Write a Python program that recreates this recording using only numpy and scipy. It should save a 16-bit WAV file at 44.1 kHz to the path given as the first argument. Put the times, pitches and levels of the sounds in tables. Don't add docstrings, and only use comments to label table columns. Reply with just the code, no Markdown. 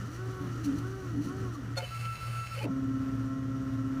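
import sys
import numpy as np
from scipy import signal
from scipy.fft import rfft, irfft
from scipy.io import wavfile
from scipy.ndimage import uniform_filter1d

SR = 44100
rng = np.random.default_rng(int(sys.argv[2]) if len(sys.argv) > 2 else 0)


def inscribe(sig):
    pcm = np.round(np.clip(np.atleast_2d(sig).T, -1, 1) * 32767)
    wavfile.write(sys.argv[1], SR, pcm.astype(np.int16))


N = 176400


def undb(db):
    return 10 ** (np.asarray(db) / 20)


def unit(x):
    return x / np.sqrt(np.mean(x ** 2))


def curve(x, table, column=1):
    rows = np.array(table, float)
    return np.interp(x, rows[:, 0], rows[:, column])


def gate(t, start, end, fade=.016):
    return np.clip((t - start) / fade + .5, 0, 1) * np.clip((end - t) / fade + .5, 0, 1)


def swell(t, at, half_width, power=2):
    return np.exp(-.5 * abs((t - at) / half_width) ** power)


def colour(x, eq):
    points_hz, points_db = np.array(eq, float).T
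    hz = np.maximum(np.arange(N // 2 + 1) * SR / N, 1)
    octaves_outside = np.maximum(np.log2(points_hz[0] / hz), 0) + np.maximum(np.log2(hz / points_hz[-1]), 0)
    db = np.interp(np.log(hz), np.log(points_hz), points_db) - 12 * octaves_outside
    return unit(irfft(rfft(x) * undb(db), N))


def noise():
    return rng.standard_normal(N)


def drift(rate_hz):
    width = max(int(SR / rate_hz), 2)
    return unit(uniform_filter1d(uniform_filter1d(noise(), width), width))


def phase_of(hz):
    return 2 * np.pi * np.cumsum(hz) / SR


def tones(phase, partials, flicker_db, rate_hz):
    return sum(np.sqrt(2) * undb(db + flicker_db * drift(rate_hz))
               * np.sin(multiple * phase + rng.uniform(0, 2 * np.pi)) for multiple, db in partials)


def ticks(phase):
    cycles = phase / (2 * np.pi)
    at = np.interp(np.arange(1, int(cycles[-1])), cycles, np.arange(N))
    taps = at.astype(int)[:, None] + np.arange(-3, 5)
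    clicks = np.zeros(N + 16)
    np.add.at(clicks, taps, np.sinc(taps - at[:, None]))
    return clicks[:N]


# freq_hz, gain_db
AIR_EQ = [(25, -19), (55, 4), (130, 4), (230, -8.5), (350, -13.5), (520, -13), (900, -18.5), (1300, -10.5),
          (1800, -19), (2300, -24.5), (6000, -34), (9000, -40.5), (15500, -40.5)]

def cooling_fans(t):
    pitch_hz, beat_hz, dip_s = 118.3, 3.39, 2.18
    first = phase_of(pitch_hz * (1 + .0016 * drift(4.3)))
    second = first - 2 * np.pi * beat_hz * (t - dip_s)
    hum = np.sqrt(2) * (undb(-40) * np.sin(first) - undb(-45) * np.sin(second))
    return hum + undb(-46 + 1.2 * drift(11)) * colour(noise(), AIR_EQ)


# pitch_hz, level_db
WHINE_TONES = [(1916, -67), (2930, -73), (5728, -73), (6395, -77)]

def driver_whine(t):
    return tones(2 * np.pi * t, WHINE_TONES, flicker_db=1.2, rate_hz=24)


# freq_hz, gain_db
PAPER_EQ = [(2500, -5.5), (2980, 1), (3500, -13.5), (4250, 3.5), (5200, -11), (5800, 6), (6600, -4),
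            (10200, -13), (10750, -1), (11200, -15.5), (15500, -11)]
# centre_s, level_db, half_width_s
TIP_CATCHES = [(0.142, -60.5, 0.015), (0.654, -48.5, 0.01), (0.782, -58, 0.01), (1.25, -59, 0.023),
               (1.547, -58, 0.0087)]

def felt_tip(t):
    stroke = undb(-64) * gate(t, -1, 1.58, fade=.089)
    catches = sum(undb(db) * swell(t, at, half) for at, db, half in TIP_CATCHES)
    return (stroke + catches) * colour(noise() * undb(2.2 * drift(250)), PAPER_EQ)


# start_s, level_db
DRIVE_KNOCKS = [(.283, -39.5), (.41, -35), (1.262, -35.5), (1.695, -40)]
# pitch_hz, gain_db, t60_s
GANTRY_MODES = [(203, -1, .06), (283, 0.5, 0.27)]

def gantry_knocks(t):
    knocks = np.zeros(N)
    for start, level_db in DRIVE_KNOCKS:
        age = np.maximum(t - start, 0)
        for hz, gain_db, t60 in GANTRY_MODES:
            knocks += undb(level_db + gain_db - 60 * age / t60) * np.sin(2 * np.pi * hz * age)
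    return knocks


def rough_tone(hz, jitter):
    return np.sqrt(2) * np.sin(phase_of(hz * (1 + jitter * drift(277))))


# pitch_hz, gain_db, t60_s
SQUEAK_PARTIALS = [(547, 1.5, 0.077), (715, -6.5, 0.32), (1422, -4, 0.088), (2173, -11.5, 0.17),
                   (3590, -10.5, .04), (4312, 0, 0.052)]

def lift_squeak(t):
    start_s, attack_s, hold_s = 1.765, .013, .0061
    attack = np.clip((t - start_s) / attack_s, 0, 1)
    tail_s = np.maximum(t - start_s - attack_s - hold_s, 0)
    envelope = lambda t60: attack * undb(-60 * tail_s / t60)
    squeak = sum(undb(-36.5 + db) * envelope(t60) * rough_tone(hz, jitter=.0075)
                 for hz, db, t60 in SQUEAK_PARTIALS)
    rasp = colour(noise(), [(400, 5), (800, 9), (1500, -2), (4800, -5), (6300, -1), (15000, -16)])
    return squeak + undb(-40) * envelope(t60=.09) * rasp


# centre_s, pitch_hz, level_db, half_width_s
RESONANCE_BLIPS = [(1.561, 1170, -46, 0.0087), (1.802, 880, -46, .011), (1.803, 2156, -47, 0.0061),
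                   (1.833, 538, -40, 0.008), (1.845, 2970, -43, 0.009), (2.586, 553, -43.5, 0.014),
                   (2.598, 2990, -48.5, 0.012), (2.619, 851, -42, 0.008), (2.625, 2430, -47, 0.012),
                   (2.646, 540, -35, 0.0048), (2.66, 289.3, -32, 0.009), (2.698, 189.4, -32.5, 0.0062)]

def passing_resonances(t):
    return sum(undb(db) * swell(t, at, half) * rough_tone(hz, jitter=25 / hz)
               for at, hz, db, half in RESONANCE_BLIPS)


def lift_clunk(t):
    body = colour(noise(), [(170, -2), (330, -2), (480, 2), (900, -11)])
    return undb(-38.5) * swell(t, at=2.66, half_width=.024) * body


# step_multiple, level_db
TRAVEL_PARTIALS = [(.25, -56), (.5, -43), (.75, -54), (1, -34.5), (1.25, -65), (1.5, -57.5), (2, -60.5),
                   (2.5, -62.5), (4, -60.5), (5, -54.5), (5.125, -63)]
# freq_hz, gain_db
BEARING_EQ = [(300, 9), (520, -2), (700, -28), (950, -36), (1130, -11.5), (1330, 8), (1600, -12.5),
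              (1820, -1.5), (2100, -21.5), (3000, -13), (3600, -23), (6000, -16), (15500, -40.5)]

def carriage_travel(t):
    start_s, step_hz, dip_s = 2.68, 266.6, 3.051
    phase = phase_of(step_hz * (1 + .00081 * drift(27.5)))
    beat = 2 * np.pi * step_hz / 16 * (t - dip_s)
    deep_throb = 1 - .29 * np.cos(beat) - .21 * np.cos(2 * beat)
    light_throb = 1 - .15 * np.cos(beat)
    hum = tones(phase + .03 * np.sin(beat), TRAVEL_PARTIALS[:6], flicker_db=1.17, rate_hz=4.1)
    overtones = tones(phase, TRAVEL_PARTIALS[6:], flicker_db=2, rate_hz=20)
    shake = light_throb * (1 + .5 * np.sin(phase / 2) + .34 * np.sin(phase))
    rattle = undb(-53) * colour(noise() * shake, BEARING_EQ)
    return (deep_throb * hum + light_throb * overtones + rattle) * gate(t, start_s, 10)


def frame_ring(x, t60_s=.22):
    age = np.arange(SR // 4) / SR
    ring = rng.standard_normal(len(age)) * undb(-60 * age / t60_s)
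    return unit(signal.fftconvolve(x, ring)[:N])


# time_s, step_hz, buzz_and_rub_gain_db
LIFT_MOVE = [(1.757, 350, -2), (1.772, 716, -4), (1.792, 726.6, -2), (1.803, 885, -3), (1.85, 1333, -2.5),
             (1.89, 1333, -2), (2.1, 1332, -3.5), (2.555, 1340, -2.5), (2.612, 852, 0.5), (2.643, 551, 0.5),
             (2.658, 285, -4)]
# centre_s, level_db, half_width_s
LIFT_CHIRPS = [(1.945, -40, .031), (2.092, -38.5, 0.057), (2.243, -41, 0.035), (2.392, -39, 0.06),
               (2.535, -40, 0.022)]
# step_multiple, level_db, swing_db, crest_turns
LIFT_OVERTONES = [(2, -59, 4, .08), (3, -68, 6, .37), (4, -68.5, 5, .42), (5, -64, 1.5, .2),
                  (7.125, -69.5, 3, -.15), (7.25, -68, 2, -.1), (9, -73.5, 1, 0), (11.25, -71.5, 1, 0)]
# freq_hz, gain_db
LIFT_BODY_EQ = [(250, -10), (520, 21), (950, 8), (1400, 14), (1800, 1), (2200, 7.5), (2450, 0), (2680, 10),
                (2850, -10), (3000, 3.5), (3250, -12), (3900, -12.5), (4400, -1.5), (5300, -11),
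                (6200, -12.5), (8900, -13.5), (9500, -5.5), (10000, -13.5), (15000, -10)]
# freq_hz, gain_db
TICK_EQ = [(1200, -16), (2300, -2), (5000, -2), (9000, 0)]
# freq_hz, gain_db
RUB_EQ = [(3000, 1.5), (6000, -3.5), (10000, -7.5)]

def lift_screw(t):
    full_speed_hz, turn_s, crest_s = 1333.3, .3, 2.395
    full_from_s, full_until_s = LIFT_MOVE[4][0], LIFT_MOVE[7][0]
    step_hz = np.where((t > full_from_s) & (t < full_until_s), full_speed_hz, curve(t, LIFT_MOVE))
    phase = phase_of(step_hz)
    angle = 2 * np.pi * (t - crest_s) / turn_s
    chirp_level = sum(undb(db) * swell(t, at, half, power=3.1) for at, db, half in LIFT_CHIRPS)
    chirps = np.sqrt(2) * chirp_level * np.sin(phase)

    wobble = phase + .008 * drift(90)
    whine = np.zeros(N)
    for multiple, db, swing_db, crest_turns in LIFT_OVERTONES:
        swing = undb(swing_db * np.cos(angle - 2 * np.pi * crest_turns))
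        whine += swing * tones(wobble, [(multiple, db)], flicker_db=2.2, rate_hz=30)
    whine *= (step_hz / full_speed_hz) ** 10 * gate(t, full_from_s, full_until_s, fade=.03)

    ringing_ticks = frame_ring(ticks(phase / 8) * undb(3.4 * drift(190)))
    buzz = undb(-52) * colour(colour(ringing_ticks, TICK_EQ), LIFT_BODY_EQ)
    grains = noise() * (1 + .5 * np.sin(phase / 8)) * undb(3 * drift(210))
    rub = undb(-48.5 + 2.3 * drift(60)) * colour(colour(grains, RUB_EQ), LIFT_BODY_EQ)
    load_db = 1.4 * np.cos(angle + 1.1) + .8 * np.cos(2 * angle)
    rattle = (buzz + rub) * undb(load_db + curve(t, LIFT_MOVE, column=2))
    return (chirps + whine + rattle) * gate(t, LIFT_MOVE[0][0], LIFT_MOVE[-1][0], fade=.011)


# crest_s, crest_hz, rise_s, fall_s, rise_flatness, fall_flatness
LETTER_STROKES = [(.235, 377, .155, .48, 1.7, 2.6), (.94, 385, .205, .24, 2.4, 2.4),
                  (1.41, 383, .224, .185, 2.4, 1.7)]

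def leading_step_rate(t):
    step_hz = np.full(N, 125.)
    for crest_s, crest_hz, rise_s, fall_s, rise_flatness, fall_flatness in LETTER_STROKES:
        away_s = abs(t - crest_s)
        sag = np.where(t < crest_s, (away_s / rise_s) ** rise_flatness, (away_s / fall_s) ** fall_flatness)
        step_hz = np.maximum(step_hz, crest_hz * (1 - (1 - np.sqrt(.5)) * sag))
    return step_hz


# step_hz, gain_db
STEP_TONE_EQ = [(200, 0.5), (240, -8), (280, 3.5), (335, -6.5), (382, 1)]
# step_multiple, peak_db, resonance_hz, half_width_hz
FRAME_FLARES = [(2, -60, 760, 35), (3, -53, 1105, 32), (4, -54, 1330, 60), (4, -56.5, 1495, 40)]
# time_s, level_db
SHAKE_ENVELOPE = [(0, -58), (.22, -62), (.36, -56), (.44, -41.5), (.58, -46), (.73, -34.5), (.8, -42.5),
                  (.98, -52), (1.1, -43.5), (1.2, -34.5), (1.32, -43.5), (1.44, -40.5), (1.58, -52),
                  (1.75, -45.5)]
# freq_hz, gain_db
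GANTRY_EQ = [(40, -17), (80, 1.5), (180, -2), (235, -6), (285, 6.5), (325, -16), (400, -16.5), (650, -28.5)]

def drawing_motors(t):
    feed_hz, gantry_hz, gantry_half_width_hz = 384, 278, 20.5
    step_hz = leading_step_rate(t)
    phase = phase_of(step_hz * (1 + .004 * drift(72)))
    shake = undb(curve(t, SHAKE_ENVELOPE))
    gantry_ring = undb(3.5) * shake / (1 + ((step_hz - gantry_hz) / gantry_half_width_hz) ** 2)
    song = np.sqrt(2) * (undb(-45.5 + curve(step_hz, STEP_TONE_EQ)) + gantry_ring) * np.sin(phase)

    judder = phase + .06 * drift(120)
    for multiple, db, resonance_hz, half_width_hz in FRAME_FLARES:
        overtone = tones(judder, [(multiple, db)], flicker_db=2.5, rate_hz=24)
        song += overtone / (1 + ((multiple * step_hz - resonance_hz) / half_width_hz) ** 2)

    other_hz = np.sqrt(np.maximum(feed_hz ** 2 - step_hz ** 2, 100 ** 2))
    uneven_steps = ticks(phase_of(other_hz * np.exp(.45 * drift(200)))) / np.sqrt(other_hz)
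    shudder = undb(-.5) * shake * colour(uneven_steps - uneven_steps.mean(), GANTRY_EQ)
    rattle = undb(-50.5 + 2.8 * drift(17)) * colour(noise() * (1 + .5 * np.sin(phase)), BEARING_EQ)
    return (song + shudder + rattle) * gate(t, -1, LIFT_MOVE[0][0])


def scene():
    t = np.arange(N) / SR
    drawing = drawing_motors(t) + gantry_knocks(t) + felt_tip(t)
    lifting = lift_screw(t) + lift_squeak(t) + passing_resonances(t) + lift_clunk(t)
    return (drawing + lifting + carriage_travel(t) + cooling_fans(t) + driver_whine(t))[None]


def record(dry):
    cutoff_hz = 15400
    return signal.sosfilt(signal.ellip(10, .2, 80, cutoff_hz, fs=SR, output="sos"), dry)


dry = scene()
out = record(dry)
inscribe(out)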